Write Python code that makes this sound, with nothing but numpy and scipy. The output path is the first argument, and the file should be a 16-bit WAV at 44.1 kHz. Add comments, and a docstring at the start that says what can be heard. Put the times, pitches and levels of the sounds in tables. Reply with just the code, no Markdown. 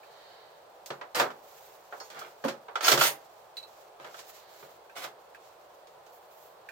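"""A faint clink and a soft glide, then metal knocks, gritty scrapes and ringing in a plastic crate.
A motorcycle fork leg is lowered among steel tubes and springs, shifted about and pulled out again.
Its blows rattle the heap, ring the tubes and boom the crate; stick-slip sets a coil spring singing.
The leg glides in the hand, work clothes swish, and outdoor air rushes softly through the workshop door."""
import sys
import numpy as np
from scipy import signal
from scipy.io import wavfile

SR = 44100
rng = np.random.default_rng(int(sys.argv[2]) if len(sys.argv) > 2 else 0)


def output_pcm(signal):
    """Save a mono or channel-first signal as 16-bit PCM at the path in sys.argv[1].

    Samples are clipped to [-1, 1] before scaling.
    """
    pcm = np.clip(np.atleast_2d(signal).T, -1, 1) * 32767
    wavfile.write(sys.argv[1], SR, np.round(pcm).astype(np.int16))


N = 295911
TIME_S = np.arange(N) / SR
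TAIL_S = np.arange(int(.4 * SR)) / SR
BAND_EDGES_HZ = np.geomspace(28, 16000, 27)
BAND_HZ = np.sqrt(BAND_EDGES_HZ[1:] * BAND_EDGES_HZ[:-1])
BANK = [signal.butter(2, edge, "band", fs=SR, output="sos")
        for edge in zip(BAND_EDGES_HZ, BAND_EDGES_HZ[1:])]

# Tube and crate modes. Each row: frequency in Hz, level in dB, t60 in seconds, left minus right in dB.
TUBE_MODES = [(800, -15, .5, 0), (1219, -4, .22, -2), (1335, 0, .18, -3), (1410, 0, .11, -4),
              (1556, -8, .25, -3), (2300, -14, .16, -4), (3025, -13, .17, -5), (3383, -12, .22, -5)]
CRATE_MODES = [(123, -8, 0.17, -1.37), (140.3, -3.5, 0.29, 0), (181.6, -6.5, 0.18, -2),
               (238.6, -13, 0.17, -4), (272, -10.5, 0.17, -6), (360, -0.5, 0.26, 5), (435, -2.5, 0.21, -9),
               (553, 4, 0.28, 0), (624, -0.5, 0.26, -3)]
# Spectra of the rattling heap and the scraping edge. Each row: frequency in Hz, density in dB.
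HEAP_SPECTRUM = [(60, -54), (95, -28), (128, -30), (190, -15), (280, -10.5), (420, -1), (620, -0.5),
                 (950, -1.5), (1500, -3), (2600, -12), (4000, -14.5), (7200, -24.5), (10000, -42.5),
                 (15000, -40)]
EDGE_SPECTRUM = [(300, -42), (1000, 0), (2500, 8), (4000, 5), (6500, 0.5), (8000, 4.5), (10000, -11.5),
                 (12000, -7), (15500, 0.5)]
# Joint decay of heap and workshop. Each row: frequency in Hz, t60 in seconds.
DECAY_S = [(130, 0.48), (450, 0.32), (1200, 0.25), (3000, 0.17), (7000, .17), (14000, 0.19)]
# Likeness of left and right. Each row: frequency in Hz, coherence (clipped to 0-1 in use).
COHERENCE = [(60, 3.9), (180, 0.7), (350, 0.93), (700, 0.41), (1400, 0.11), (3000, 0.03), (10000, 0)]
# Stereo balance of the heap. Each row: frequency in Hz, left minus right in dB.
BALANCE_DB = [(100, 6), (350, -1.5), (1400, -3), (3000, -2.5), (6000, -4.5), (9000, 5.5), (13000, -10)]


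def knocks(heap_db=29.0, tube_db=-4, crate_db=-16.0, thud_hz=520, bright_hz=1300, boom=1.85):
    """Heavy blows reach the crate floor and boom; hard contacts are bright and ring the tubes."""
    # Each row: start in seconds, level in dB, treble tilt in dB per octave up, what is struck.
    blows = [(0.860, -57.5, 12, "heap"), (0.903, -35, 0.5, "crate"), (1.012, -35.5, -4, "heap"),
             (1.147, -37.5, 6.5, "heap"), (1.197, -20, 1, "heap"), (1.221, -29.5, -9, "crate"),
             (1.259, -37, -10, "crate"), (1.303, -46, 1, "tube"), (1.924, -35.5, -9.5, "heap"),
             (2.003, -40.5, -13, "heap"), (2.101, -51, 6.5, "heap"), (2.191, -56, 11, "heap"),
             (2.214, -43, -17, "tube"), (2.439, -32, -2, "crate"), (2.448, -31, -15, "crate"),
             (2.482, -33.5, 4, "crate"), (2.683, -39, -6.5, "heap"), (2.755, -31, 1, "tube"),
             (2.807, -34.5, 3, "rim"), (2.880, -22.5, 7, "tube"), (2.916, -20.5, 6.5, "crate"),
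             (2.975, -29.5, 6, "tube on crate"), (3.011, -23, 5, "tube"), (3.036, -32.5, 8.5, "tube"),
             (3.998, -46.5, -2.5, "crate"), (4.045, -41.5, -1.5, "heap"), (4.143, -49, 1.5, "tube"),
             (4.190, -50, 7, "heap"), (4.626, -47.5, -4, "crate"), (4.964, -43, 2.5, "rim"),
             (5.041, -38.5, 3, "rim"), (5.871, -62.5, 7, "heap"), (6.064, -66.5, 8.5, "heap")]
    # Each entry, by what is struck: thud in dB per octave down, tube ring in dB.
    targets = {"crate": (3.14, -14), "heap": (-10.5, -16.5), "tube": (-23, 1.6), "tube on crate": (5, 0.71),
               "rim": (-18, -5)}
    out = np.zeros((2, N))
    octaves_below = np.clip(np.log2(thud_hz / BAND_HZ), 0, 1.3)
    octaves_above = np.maximum(np.log2(BAND_HZ / bright_hz), 0)
    first_swing = 1 + 1.3 * np.exp(-(TAIL_S / .014) ** 2)   # until neighbours damp the tubes
    for start_s, db, tilt, target in blows:
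        thud, ring_db = targets[target]
        gains = band_gains(HEAP_SPECTRUM) * amp(thud * octaves_below + tilt * octaves_above)
        blow = amp(heap_db) * heap(gains, crack=0.14, crack_s=0.0018)
        blow += amp(tube_db + ring_db) * ring(TUBE_MODES) * first_swing
        blow += amp(crate_db + boom * thud) * ring(CRATE_MODES)
        # heavy blows press the parts together, light ones snap at once
        attack_s = 0.00067 * amp((db + 32) / 2)
        add(out, start_s, amp(db) * blow * (1 - np.exp(-TAIL_S / attack_s)))
    return out


def scrapes(tube_db=-37.0, spring_db=-36.5, crate_db=-49.5, touch_db=-12.5, lift_db_per_s=420):
    """Slips shake heap, tubes and crate; a biting edge adds hiss and makes the spring sing."""
    # Each row: start, time to full pressure and time to lift-off in seconds, pressure and bite in dB.
    strokes = [(1.146, 0.0042, 0.054, -27.5, -4.5), (2.10, 0.015, 0.15, -46, -39),
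               (2.44, 0.0019, 0.055, -45.5, -5), (2.806, 0.05, 0.13, -29, 2.5),
               (2.97, 0.026, 0.1, -34.5, 8.5), (3.989, 0.019, 0.092, -52.5, -7),
               (4.945, 0.018, 0.098, -43.5, -1.5)]
    # Each row: frequency in Hz, level in dB, t60 in seconds, left minus right in dB.
    spring_modes = [(5604, -7, .2, -2), (6961, -8, .14, -3), (8807, -3, .17, 9), (10686, -5, .19, -9),
                    (11676, -2, .16, 0), (12732, 2, .18, -9), (13787, 4, .13, -6), (14330, -5, .12, -3),
                    (14906, -3, .15, 0)]
    out = np.zeros((2, N))
    for start_s, rise_s, lift_s, pressure_db, bite_db in strokes:
        effort_db = touch_db * np.maximum(1 - TAIL_S / rise_s, 0)
        effort_db -= lift_db_per_s * np.maximum(TAIL_S - lift_s, 0)
        force = amp(pressure_db + effort_db) * slips(per_s=800, spread_db=4.0)
        bite = amp(bite_db + 0.6 * effort_db)
        coil_force = force * np.maximum(bite - .5, 0) * np.minimum(bite, 1) ** 2
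        body = heap(band_gains(HEAP_SPECTRUM), crack=1.3, crack_s=0.00075)
        body += amp(tube_db) * ring(TUBE_MODES) + amp(crate_db) * ring(CRATE_MODES)
        edge = heap(band_gains(EDGE_SPECTRUM), crack=1.0, crack_s=0.00083)
        coil = amp(spring_db) * ring(spring_modes)
        for drive, response in (force, body), (force * bite, edge), (coil_force, coil):
            add(out, start_s, signal.fftconvolve(drive[None], response))
    return out


def clinks(tick_db=14.5):
    """A touch ticks, rebounds a few times and rings one part alone."""
    # Each row: start in seconds, level in dB, part.
    touches = [(0.031, -54.5, "clamp"), (2.001, -40, "washer"), (2.446, -30, "wall"),
               (2.841, -25, "washer"), (2.882, -29, "washer"), (3.569, -33, "collar"),
               (3.628, -44, "collar"), (4.896, -51.5, "clamp"), (5.347, -46, "clamp"),
               (6.688, -41, "clamp")]
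    # Each row, by part: frequency in Hz, level in dB, t60 in seconds.
    part_modes = {"washer": [(4460, -8.5, 0.18), (5170, -9.5, 0.13), (5450, -5, 0.3), (6400, -23, 0.25),
                  (6590, -9, 0.28)], "collar": [(2640, -22, 0.17), (3950, -2, 0.13), (4005, -2, 0.077),
                  (4250, -13, 0.11), (4480, -15, 0.11), (4900, -21, 0.084), (6900, -43, 0.16)],
                  "clamp": [(1375, -9, 0.054), (1583, 5, 0.032), (1800, 3, 0.02), (2410, -3, 0.093),
                  (2620, -5, 0.087)], "wall": [(175.4, -10, 0.2), (231, -2, .2), (282, 2, 0.11),
                  (347, 2, 0.073), (535, 4, 0.17)]}
    out = np.zeros((2, N))
    for start_s, db, part in touches:
        tick = amp(tick_db) * rattle(band_gains(EDGE_SPECTRUM), crack=0.43, crack_s=0.006)
        rebounds = slips(per_s=1200, spread_db=2.0) * np.exp(-TAIL_S / .008)
        contact = rebounds / (np.linalg.norm(rebounds) + 1e-9)
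        contact[0] += .8   # first impact
        ringing = signal.fftconvolve(contact[None], ring(part_modes[part]))[:, :len(TAIL_S)]
        add(out, start_s, amp(db) * (ringing * pan(-5.0) + tick))
    return out


def heap(gains, crack, crack_s, mode_share=.45):
    """A dense rattle and a few clear modes share the energy of a contact."""
    dense = np.sqrt(1 - mode_share) * rattle(gains, crack, crack_s)
    return dense + np.sqrt(mode_share) * loose_modes(gains)


def rattle(gains, crack, crack_s):
    """A burst of rebounds, then dense modes and reflections that die first in the treble."""
    out = 0
    burst = crack * np.exp(-(TAIL_S / crack_s) ** 2)
    for sos, hz, gain in zip(BANK, BAND_HZ, gains):
        envelope = amp(-60 * TAIL_S / at_hz(DECAY_S, hz)) + burst
        out += gain * stereo_band(sos, hz, envelope) * pan(at_hz(BALANCE_DB, hz))
    return out


def loose_modes(gains, count=48, low_hz=380, high_hz=15000):
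    """Each contact point wakes its own random modes in the loose parts."""
    hz = low_hz * (high_hz / low_hz) ** ((np.arange(count) + rng.random(count)) / count)
    t60_s = 0.51 * at_hz(DECAY_S, hz)
    scatter_db = -1.5 * np.clip(rng.standard_normal(count), -2, 2)
    db = 20 * np.log10(np.interp(hz, BAND_HZ, gains)) + scatter_db - 10 * np.log10(t60_s)
    sound = ring(np.transpose([hz, db, t60_s, at_hz(BALANCE_DB, hz)]))
    return sound * np.linalg.norm(gains[BAND_HZ > hz[0]]) / np.sqrt(np.sum(sound ** 2) / 2)


def ring(modes):
    """Struck modes decay; lower coherence sets left and right further apart in phase."""
    out = 0
    for hz, db, t60_s, *side_db in modes:
        apart_rad = np.arccos(np.clip(at_hz(COHERENCE, hz), 0, 1)) * rng.choice([-1, 1])
        phase_rad = 2 * np.pi * (hz * TAIL_S + rng.random()) + apart_rad * np.array([[.5], [-.5]])
        envelope = amp(db - 60 * TAIL_S / t60_s) * np.minimum(hz * TAIL_S, 1)
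        out += envelope * np.sin(phase_rad) * pan(sum(side_db))
    return out


def slips(per_s, spread_db):
    """Stick-slip: tiny random impacts of uneven size; rms 1."""
    count = len(TAIL_S)
    sizes = amp(spread_db * np.clip(rng.standard_normal(count), -2, 2)) * rng.choice([-1, 1], count)
    clicks = sizes * (rng.random(count) < per_s / SR)
    return clicks / np.sqrt(np.mean(clicks ** 2) + 1e-12)


def glides():
    """The polished leg slides in the hand; fine friction hisses through its hollow resonances."""
    # Each row: middle and half length in seconds, level in dB.
    slides = [(0.292, 0.26, -62), (4.5, 0.25, -66.5)]
    # Each row: centre and width in Hz, level in dB.
    bore_resonances = [(1630, 850, 0.5), (3080, 210, -6.5), (4130, 960, 1)]
    hiss = 0
    for hz, width_hz, db in bore_resonances:
        sos = signal.butter(2, [hz - width_hz / 2, hz + width_hz / 2], "band", fs=SR, output="sos")
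        hiss += amp(db) * stereo_band(sos, hz, np.ones(N))
    envelope = sum(amp(db) * swell(middle_s, half_s) for middle_s, half_s, db in slides)
    return np.sqrt(N) * hiss * envelope * pan(-2.7)


def clothes(cloth_db=3.0, rest_db=-73, flutter_db=2.2, folds_per_s=60, sheen_hz=10000):
    """Cloth rubs in uneven catches: a swish for each move of arm or leg, faint rubbing between."""
    # Each row: middle and half length in seconds, level in dB, treble sheen in dB.
    swishes = [(0.2, 0.17, -68, -7), (1.59, 0.19, -61.5, 2.5), (2.086, 0.32, -62.5, -2),
               (3.22, 0.26, -68.5, -2), (3.795, 0.12, -64.5, -3), (4.183, 0.068, -54.5, -7),
               (4.291, 0.024, -51.5, 2), (4.362, 0.043, -56, -3), (4.596, 0.15, -62, 1),
               (5.456, 0.084, -67, -7), (6.156, 0.046, -70, 10), (6.394, 0.14, -69.5, 8)]
    # Each row: frequency in Hz, density in dB.
    cloth_spectrum = [(300, -10.5), (1200, 7), (4000, 5.5), (7000, 5), (10000, -13), (12500, -2),
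                      (15000, 9.5)]
    cloth = rush(cloth_spectrum) * pan(-3.3)
    rub = signal.sosfilt(signal.butter(4, sheen_hz, "low", fs=SR, output="sos"), cloth)
    sheen = signal.sosfilt(signal.butter(4, sheen_hz, "high", fs=SR, output="sos"), cloth)
    rub_gain = sheen_gain = amp(rest_db)
    for middle_s, half_s, db, sheen_db in swishes:
        swish = amp(db) * swell(middle_s, half_s)
        rub_gain = np.hypot(rub_gain, swish)
        sheen_gain = np.hypot(sheen_gain, swish * amp(sheen_db))
    catches = np.interp(TIME_S * folds_per_s, np.arange(N), rng.standard_normal(N))
    return amp(cloth_db + flutter_db * catches) * (rub_gain * rub + sheen_gain * sheen)


def outdoor_air(level_db=-54.0):
    """A steady rush through the open door."""
    # Each row: frequency in Hz, density in dB.
    air_spectrum = [(15, -59), (25, -28.5), (161, -18.5), (270, -30.5), (416, -4), (476, -4.5), (560, -3),
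                    (641, 0.5), (1100, -8), (1940, -21), (4250, -24.5), (7710, -42), (8830, -30.5),
                    (10400, -60), (16000, -28)]
    return amp(level_db) * rush(air_spectrum) * pan(-1.3)


def rush(spectrum):
    """Steady coloured stereo noise; rms about 1."""
    bands = zip(BANK, BAND_HZ, band_gains(spectrum))
    return np.sqrt(N) * sum(gain * stereo_band(sos, hz, np.ones(N)) for sos, hz, gain in bands)


def stereo_band(sos, hz, envelope):
    """One enveloped band of partly coherent noise; mean energy 1 a side."""
    mid, side = signal.sosfilt(sos, rng.standard_normal((2, len(envelope))) * envelope)
    coherence = np.clip(at_hz(COHERENCE, hz), 0, 1)
    pair = np.sqrt(1 + coherence) * mid + np.sqrt(1 - coherence) * side * [[1], [-1]]
    return pair / np.sqrt(np.sum(pair ** 2) / 2)


def band_gains(spectrum):
    """Gain per band; total power 1."""
    gains = amp(at_hz(spectrum, BAND_HZ)) * np.sqrt(np.diff(BAND_EDGES_HZ))
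    return gains / np.linalg.norm(gains)


def swell(middle_s, half_s):
    """Gaussian rise and fall; peak 1."""
    return np.exp(-((TIME_S - middle_s) / half_s) ** 2)


def at_hz(points, hz):
    """Interpolate a table over log frequency."""
    points_hz, values = np.transpose(points)
    return np.interp(np.log(hz), np.log(points_hz), values)


def amp(db):
    """Decibels to gain."""
    return 10 ** (np.asarray(db) / 20)


def pan(db):
    """Stereo gains for a left minus right level."""
    return amp(np.array([[db], [-db]]) / 2)


def add(out, start_s, sound):
    """Mix a sound in at a time."""
    at = int(np.clip(round(start_s * SR), 0, N - 1))
    out[:, at:at + sound.shape[1]] += sound[:, :N - at]


def scene(crate_cutoff_hz=112):
    """The crate lies a little to the right and radiates almost nothing below its lowest mode."""
    radiation = signal.butter(5, crate_cutoff_hz, "high", fs=SR, output="sos")
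    contacts = signal.sosfilt(radiation, knocks() + scrapes() + clinks())
    return contacts + glides() + clothes() + outdoor_air()


def record(dry, cutoff_hz=15900):
    """Steep low-pass on the top treble."""
    return signal.sosfilt(signal.ellip(10, .2, 75, cutoff_hz, fs=SR, output="sos"), dry)


dry = scene()
out = record(dry)
output_pcm(out)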